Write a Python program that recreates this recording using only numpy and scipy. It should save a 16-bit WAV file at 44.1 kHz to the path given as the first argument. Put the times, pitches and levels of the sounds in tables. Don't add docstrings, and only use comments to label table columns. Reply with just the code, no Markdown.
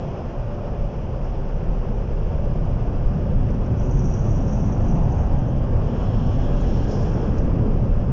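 import sys
import numpy as np
from scipy import signal
from scipy.io import wavfile
from scipy.ndimage import uniform_filter1d

SR = 44100
rng = np.random.default_rng(int(sys.argv[2]) if len(sys.argv) > 2 else 0)


def materialize(psi):
    bounded = np.clip(np.atleast_2d(psi).T, -1, 1)
    quanta = np.round(bounded * 32767).astype(np.int16)
    wavfile.write(sys.argv[1], SR, quanta)


def field_ratio(decibels):
    return 10 ** (np.asarray(decibels, dtype=float) / 20)


N = 358091


def evened(x):
    return x / np.sqrt(np.mean(x ** 2) + 1e-20)


def wander(top_hz):
    t = np.arange(0, N + 256, 256) / SR
    drift = np.zeros(len(t))
    for hz in top_hz * np.geomspace(.04, 1, 30):
        drift += np.sin(2 * np.pi * (hz * t + rng.random())) / np.sqrt(hz)
    return np.interp(np.arange(N) / SR, t, evened(drift))


def air(colour, patchy_db, size=1024):
    bins_hz = np.fft.rfftfreq(size, 1 / SR)
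    real, imag, patches = rng.standard_normal((4 * N // size + 5, len(bins_hz), 3)).T
    patches = uniform_filter1d(patches, size=9, axis=0)
    patches = evened(uniform_filter1d(patches, size=12, axis=1))
    hz, db = np.transpose(colour)
    shape_db = np.interp(np.log(bins_hz + 1), np.log(hz + 1), db, -120, -120)
    shape_db += .7 * rng.standard_normal(len(bins_hz))
    spectra = (real + 1j * imag) * field_ratio(shape_db[:, None] + patchy_db * patches)
    return evened(signal.istft(spectra, nperseg=size, noverlap=size - size // 4)[1][:N])


def entry(far_db, near_db, middle_s, spread_s):
    return far_db + (near_db - far_db) / (1 + np.exp((middle_s - np.arange(N) / SR) / spread_s))


def span(middle_s, length_s):
    first = max(round((middle_s - length_s / 2) * SR), 0)
    last = min(round((middle_s + length_s / 2) * SR), N)
    return first, last, np.cos(np.pi * (np.arange(first, last) / SR - middle_s) / length_s)


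def swells(rows):
    out = np.zeros(N)
    for middle_s, length_s, db in rows:
        first, last, arch = span(middle_s, length_s)
        out[first:last] += db * arch ** 2
    return out


def opening(start, loudest, end, top_db, lost_db, bend):
    corners_s = [start - .06, start, loudest, end, end + .06]
    away = np.interp(np.arange(N) / SR, corners_s, [3, 1, 0, 1, 3])
    return field_ratio(top_db - lost_db * away ** bend) * (away < 3)


def steadied(x, share, span_s):
    count = int(span_s * SR)
    power = uniform_filter1d(uniform_filter1d(x ** 2, count), count)
    level = np.sqrt(power + 1e-3)
    return evened(x / level ** np.clip(share, 0, 1))


def burst(db, t60_s, count):
    t = np.arange(count) / SR
    return field_ratio(db - 60 * t / t60_s) * np.minimum(t / .005, 1)


# frequency in Hz, level in dB.
BOOM_COLOUR = [(5, -27), (9, -16.5), (15, -2), (22, 0.5), (32, 6.5), (45, -3), (58, -8), (75, -25.5),
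               (100, -50.5)]
# frequency in Hz, level in dB.
DRUM_COLOUR = [(35, -37.5), (55, -8.5), (72, 3), (85, -1.5), (110, 1.5), (145, -1), (165, -5), (200, -4.5),
               (240, -9.5), (290, -17.5), (340, -22), (420, -44)]
# middle in seconds, change in dB.
EDDIES = [(.2, -8), (.81, 5), (1.11, -8.5), (1.7, 4.5), (1.87, -3.5), (3.05, 7.5), (3.16, -12), (3.39, 4.5),
          (3.71, -10), (3.96, 5.5), (4.65, -4), (5.13, -7), (5.36, 5), (5.47, -6.5), (5.78, 1.5),
          (5.92, -9), (6.4, 4), (6.689, 3.5), (6.95, -6), (7.04, 2.5), (7.19, -8.5), (7.44, 6), (7.62, -3),
          (7.94, 5.5), (8.12, -7)]
# middle in seconds, change in dB.
PANEL_GUSTS = [(.82, 2), (1.5, -0.5), (1.65, 2), (3.0, -1.5), (3.72, -0.5), (4.2, -1.5), (4.7, 2),
               (5.15, -1.5), (5.7, -0.5), (6.15, 1.5), (6.5, -2.5), (6.9, -3), (7.6, 0.5), (7.85, -1),
               (8.12, -0.5)]


def buffeting():
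    eddy_s, gust_s = 0.21, 0.26
    eddy_db = swells([(s, eddy_s, db) for s, db in EDDIES])
    panel_db = swells([(s, gust_s, db) for s, db in PANEL_GUSTS])
    panel_db += -0.14 * eddy_db
    boom = steadied(air(BOOM_COLOUR, patchy_db=0.41, size=8192), share=0.41, span_s=0.056)
    boom *= field_ratio(entry(far_db=-34, near_db=-21.5, middle_s=0.57, spread_s=.5) + eddy_db)
    drum = steadied(air(DRUM_COLOUR, patchy_db=1.18, size=4096), share=0.34, span_s=0.23)
    drum *= field_ratio(entry(far_db=-30.5, near_db=-21.5, middle_s=2.5, spread_s=0.48) + panel_db)
    return boom + drum


# frequency in Hz, level in dB.
ROAR_COLOUR = [(200, -30.5), (280, -8.5), (320, -3), (380, 1), (430, -2), (540, 1.5), (600, -3.5),
               (640, -5.5), (700, -4), (850, -8.5), (1100, -13), (1400, -18.5), (1750, -23.5), (2000, -29),
               (2500, -58.5)]
# frequency in Hz, level in dB.
RUSH_COLOUR = [(1500, -26), (2020, -4), (2450, 0), (2850, -1.5), (3350, -6.5), (3600, -13), (3900, -15.5),
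               (4550, -15), (4900, -10), (5150, -9.5), (5800, -10.5), (6600, -18.5), (7100, -21.5),
               (7600, -33.5)]
# middle in seconds, length in seconds, change in dB.
PASSING_JETS = [(0.0, 0.96, 2), (2.25, 0.33, 0.5), (3.3, .35, 0), (3.9, .3, 0.5), (4.3, 0.87, 0.5),
                (5.5, 0.43, -2.5), (5.9, 0.66, 0), (6.25, 0.21, -2), (6.6, 0.33, 0.5), (6.85, 0.25, -1.5),
                (7.1, 1.1, 0.5), (8.15, 2.2, -2)]


def roar():
    gust_db = 0.55 * wander(150) + swells(PASSING_JETS)
    low_db = entry(far_db=-36, near_db=-32, middle_s=4.5, spread_s=1) + gust_db
    rush_db = entry(far_db=-57, near_db=-54, middle_s=5, spread_s=2) + gust_db
    return field_ratio(low_db) * air(ROAR_COLOUR, patchy_db=1.0) + field_ratio(rush_db) * air(RUSH_COLOUR, patchy_db=0.55)


FAN_HZ = [582.4, 526.6]
FAN_DB = [-48.5, -56]
# multiple of the blade tone, level in dB.
FAN_ORDERS = [
    [(1, -1.5), (2, -23)],
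    [(1, 1.5), (2, -9), (3, -23.5)],
]
# middle in seconds, length in seconds, change in dB.
FAN_SWELLS = [
    [(.5, 0.56, 11.5), (.78, 0.43, 8.7), (.1, .3, 4), (1.2, .3, 3), (1.6, .2, 4), (3.3, .5, 4),
     (1.85, 0.23, 4.4), (2.4, .5, 6.6), (2.7, 0.2, 5.8), (3.85, 0.48, 6.8), (4.35, 0.36, 8.6), (5.2, 1, 3),
     (6.05, .4, 5), (6.55, 0.37, 12.7), (7.05, 0.6, 9.4)],
    [(0.2, 0.8, 9), (1.2, .8, -8), (2.3, .4, 7), (3.5, 0.46, 3.5), (4.5, 0.6, -6), (5.65, 0.96, 11.5),
     (6.12, 0.19, 17.5), (7.1, 0.83, 7), (7.7, 0.43, 6)],
]


def fans():
    out = np.zeros(N)
    for hz, orders, steady_db, rows in zip(FAN_HZ, FAN_ORDERS, FAN_DB, FAN_SWELLS):
        phase = 2 * np.pi * np.cumsum(hz + .6 * wander(4)) / SR
        path_db = steady_db + swells(rows)
        for multiple, db in orders:
            level_db = path_db + db + .9 * wander(5.5)
            out += field_ratio(level_db) * np.sqrt(2) * np.sin(multiple * phase)
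    return out


# middle in seconds, length in seconds, pitch in Hz, width in Hz, level in dB.
MOANS = [(0.72, 0.39, 556, 14, -45), (4.03, 1.47, 370, 25, -38), (4.84, 0.66, 204, 99, -30.5),
         (5.1, 1.55, 748, 240, -40), (7, 0.93, 5350, 280, -63.5), (6.806, 0.7, 3900, 900, -66),
         (6.93, 0.88, 5400, 600, -62), (6.7, .6, 4200, 1000, -66.5), (6.75, .2, 5500, 200, -60),
         (6.97, 0.27, 5300, 880, -56.5), (2.9, 1.3, 690, 46, -47), (5.1, .7, 806, 370, -44),
         (6.5, 1.8, 724, 140, -45), (.1, 0.78, 680, 30, -46), (5.5, .4, 3100, 380, -61),
         (5.156, 0.36, 90, 46, -23), (6.094, 1.3, 1130, 28, -53), (6.949, 1.5, 1630, 120, -56.5),
         (7.307, 2, 446, 90, -36.5), (7.502, 1.01, 277, 99, -32)]
# middle in seconds, pitch in Hz, level in dB.
PANEL_RINGS = [(.1, 141, -33), (.9, 149.7, -33), (1.299, 200, -39.5), (1.751, 111, -35), (1.9, 470, -41),
               (2.301, 470, -40), (2.5, 160, -31.5), (2.75, 106.3, -29.5), (2.951, 283, -39.5),
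               (3.3, 95.4, -30), (3.301, 148.4, -33), (3.95, 136.7, -25.5), (3.9, 277, -37.5),
               (4.299, 99.7, -23.5), (4.3, 204, -33), (4.3, 700, -43), (4.85, 292, -37.5), (4.9, 383, -38),
               (5.1, 875, -47), (5.0, 159.4, -27), (5.4, 114, -28.5), (5.6, 215, -33.5), (5.9, 415, -39),
               (5.95, 494, -40.5), (6.05, 106.7, -27), (6.15, 152, -29.5), (6.2, 206, -38.5),
               (6.85, 279, -34), (7.1, 101.5, -25), (7.15, 477, -43), (7.5, 150, -29.5),
               (7.6, 121.3, -27.5), (1.499, 150, -34), (2.4, 68.8, -29.5), (3.5, 342, -41.5),
               (4.15, 73.7, -27.5), (5.15, 70, -27.5), (6.4, 255, -32.5), (7.0, 211, -31),
               (7.55, 232, -31.5), (7.9, 76, -25), (.7, 687, -42.5), (4.65, 199, -32.5), (2.7, 150, -31.5),
               (3.45, 262, -41), (1.7, 386, -43.5), (5.5, 294, -38), (.9, 209, -38)]
# middle in seconds, length
# in seconds, pitch in Hz, width in Hz, level in dB.
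MORE_MOANS = [(6.2, .75, 5350, 250, -63.5), (6.2, .7, 4250, 700, -68), (5.05, .6, 840, 70, -46.5),
              (4.95, .4, 700, 60, -45), (5.2, 0.13, 6400, 250, -63.5), (7.15, .12, 5550, 220, -62),
              (5.9, .2, 3000, 300, -60), (6.75, .5, 2850, 300, -63), (4.55, .3, 6250, 200, -64),
              (5.05, .5, 932, 90, -48.5), (6.0, .3, 3000, 200, -63), (6.93, .08, 5000, 500, -59),
              (4.45, .35, 147, 30, -29), (3.7, .35, 105, 26, -30), (3.85, .4, 1450, 200, -56)]


def moans():
    out = np.zeros(N)
    ring_s, ring_width = .4, 0.19
    rings = [(s, ring_s, hz, ring_width * hz, db) for s, hz, db in PANEL_RINGS]
    for s, length_s, hz, width_hz, db in [*MOANS, *rings, *MORE_MOANS]:
        turbulence = rng.standard_normal(N // 3)
        first, last, arch = span(s, length_s)
        edges_hz = [hz - width_hz / 2, hz + width_hz / 2]
        band = signal.butter(2, edges_hz, "bandpass", fs=SR, output="sos")
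        tone = evened(signal.sosfilt(band, turbulence[:last - first]))
        out[first:last] += field_ratio(db) * arch * steadied(tone, share=0.3, span_s=1 / width_hz)
    return out


# frequency in Hz, level in dB.
SWEEP_HIGH_COLOUR = [(1200, -13.5), (1600, 3.5), (2200, -9), (3600, -12), (4300, -6.5), (4800, -8.5),
                     (5400, 0), (5900, -1.5), (6800, -7), (7400, -14), (7700, -35.5)]
# start in seconds, peak level in dB, 60 dB decay in seconds.
SNAPS = [
    (1.2394, -57, 0.076),
    (6.0253, -52, 0.065),
    (6.2673, -54, 0.068),
    (6.4144, -54, .05),
    (6.6058, -47, 0.062),
    (6.9073, -51, 0.19),
    (7.0226, -50, 0.072),
    (7.1368, -54, 0.07),
    (7.378, -47, 0.091),
]


def snaps():
    out = np.zeros(N)
    highpass = signal.butter(4, 4600, "highpass", fs=SR, output="sos")
    thin = evened(signal.sosfilt(highpass, air(SWEEP_HIGH_COLOUR, patchy_db=1.3, size=512)))
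    for s, db, t60_s in SNAPS:
        at = slice(round(s * SR), round(s * SR) + SR // 4)
        out[at] += burst(db, t60_s, count=SR // 4) * thin[at]
    return out


# frequency in Hz, level in dB.
SEAL_COLOUR = [(5000, -43), (5300, -14), (5500, -5.5), (5750, 2), (5950, -2), (6200, -2.5), (6500, -2.5),
               (6850, -10.5), (7050, -14.5), (7500, -30), (7700, -39.5)]
# middle in seconds, length in seconds, change in dB.
LEAK_FLAPS = [
    (3.85, .16, 8.5),
    (3.94, .05, 2),
    (4.42, .1, -3),
    (4.69, 0.078, 1),
    (4.79, .1, -2),
    (5.08, 0.087, -1),
    (5.19, .14, 3),
    (5.38, 0.091, 1),
]
# start in seconds, peak level in dB, centre in Hz.
SPURTS = [(3.5022, -43.5, 5900), (3.5406, -48, 5610), (3.6579, -44, 5820), (3.7142, -52, 6160),
          (3.7681, -44, 5850), (3.794, -41, 5840), (3.9058, -39, 6170), (3.9507, -48, 5920),
          (3.9687, -40, 6200), (3.99, -35.5, 5700), (4.039, -39, 5730), (4.051, -41, 5890),
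          (4.1048, -44, 5870), (4.1358, -34.5, 5800), (4.1857, -45, 6190), (4.2151, -48, 5700),
          (4.24, -51, 5760), (4.264, -44, 6170), (4.2994, -50, 6180), (4.3139, -45, 6180),
          (4.3433, -43, 5620), (4.3563, -45, 5850), (4.4007, -43, 5780), (4.476, -37, 5630),
          (4.5274, -35.5, 6050), (4.5523, -42, 5660), (4.6017, -39, 5590), (4.6401, -45, 6190),
          (4.6706, -50, 5810), (4.7194, -38, 5890), (4.8132, -52, 6330), (4.8442, -49, 5880),
          (4.8811, -39, 5880), (4.912, -42, 5900), (4.9519, -48, 5840), (4.9833, -46, 5640),
          (5.0297, -49.5, 5870), (5.0492, -53, 5900), (5.0896, -50, 6220), (5.1175, -40, 6190),
          (5.2028, -49, 5620), (5.2602, -57, 5550), (5.3151, -60, 5770), (5.3829, -47, 5720),
          (5.4618, -53, 5570), (5.4797, -48, 6140), (5.563, -53, 5720)]


def seal():
    hiss = air(SEAL_COLOUR, patchy_db=0.91, size=512)
    gap = opening(start=3.77, loudest=4.08, end=5.6, top_db=-55, lost_db=15.5, bend=1.25)
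    out = gap * field_ratio(-1.5 + swells(LEAK_FLAPS) + 1.3 * wander(300)) * hiss
    count = SR // 8
    for s, db, hz in SPURTS:
        at = slice(round(s * SR), round(s * SR) + count)
        band = signal.butter(1, [hz * .95, hz * 1.05], "bandpass", fs=SR)
        ring = burst(db - 10.5, .08, count) * evened(signal.lfilter(*band, hiss[at]))
        tick = burst(db - 13, .04, count) * hiss[::-1][at]
        out[at] += ring + tick
    return out


# frequency in Hz, level in dB.
SWEEP_LOW_COLOUR = [(2000, -27.5), (2600, -3.5), (2950, 3), (3300, 3.5), (3700, -11), (4500, -25),
                    (5350, -9), (5700, -17.5), (7000, -18.5), (7600, -30)]


def sweep():
    flutter = field_ratio(1.3 * wander(120))
    early = opening(start=5.82, loudest=6.3, end=7.36, top_db=-55, lost_db=8, bend=1.8)
    late = opening(start=5.82, loudest=6.95, end=7.45, top_db=-53.5, lost_db=12.5, bend=0.72)
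    low = early * air(SWEEP_LOW_COLOUR, patchy_db=1.1, size=512)
    bright = late * air(SWEEP_HIGH_COLOUR, patchy_db=1.3, size=512)
    return flutter * (low + bright)


def scene():
    return (buffeting() + roar() + fans() + moans() + snaps() + seal() + sweep())[None]


def band_limit(x):
    return signal.sosfilt(signal.butter(12, 7670, fs=SR, output="sos"), x)


def record(dry):
    soft = 0.61 * np.tanh(dry / .6)
    padded = np.pad(soft, ((0, 0), (255, 255)), "reflect", reflect_type="odd")
    lowpass = signal.firwin(511, 7540, window=("kaiser", 9), fs=SR)
    mix = signal.oaconvolve(padded, lowpass[None], "valid")
    return band_limit(mix)


dry = scene()
out = record(dry)
materialize(out)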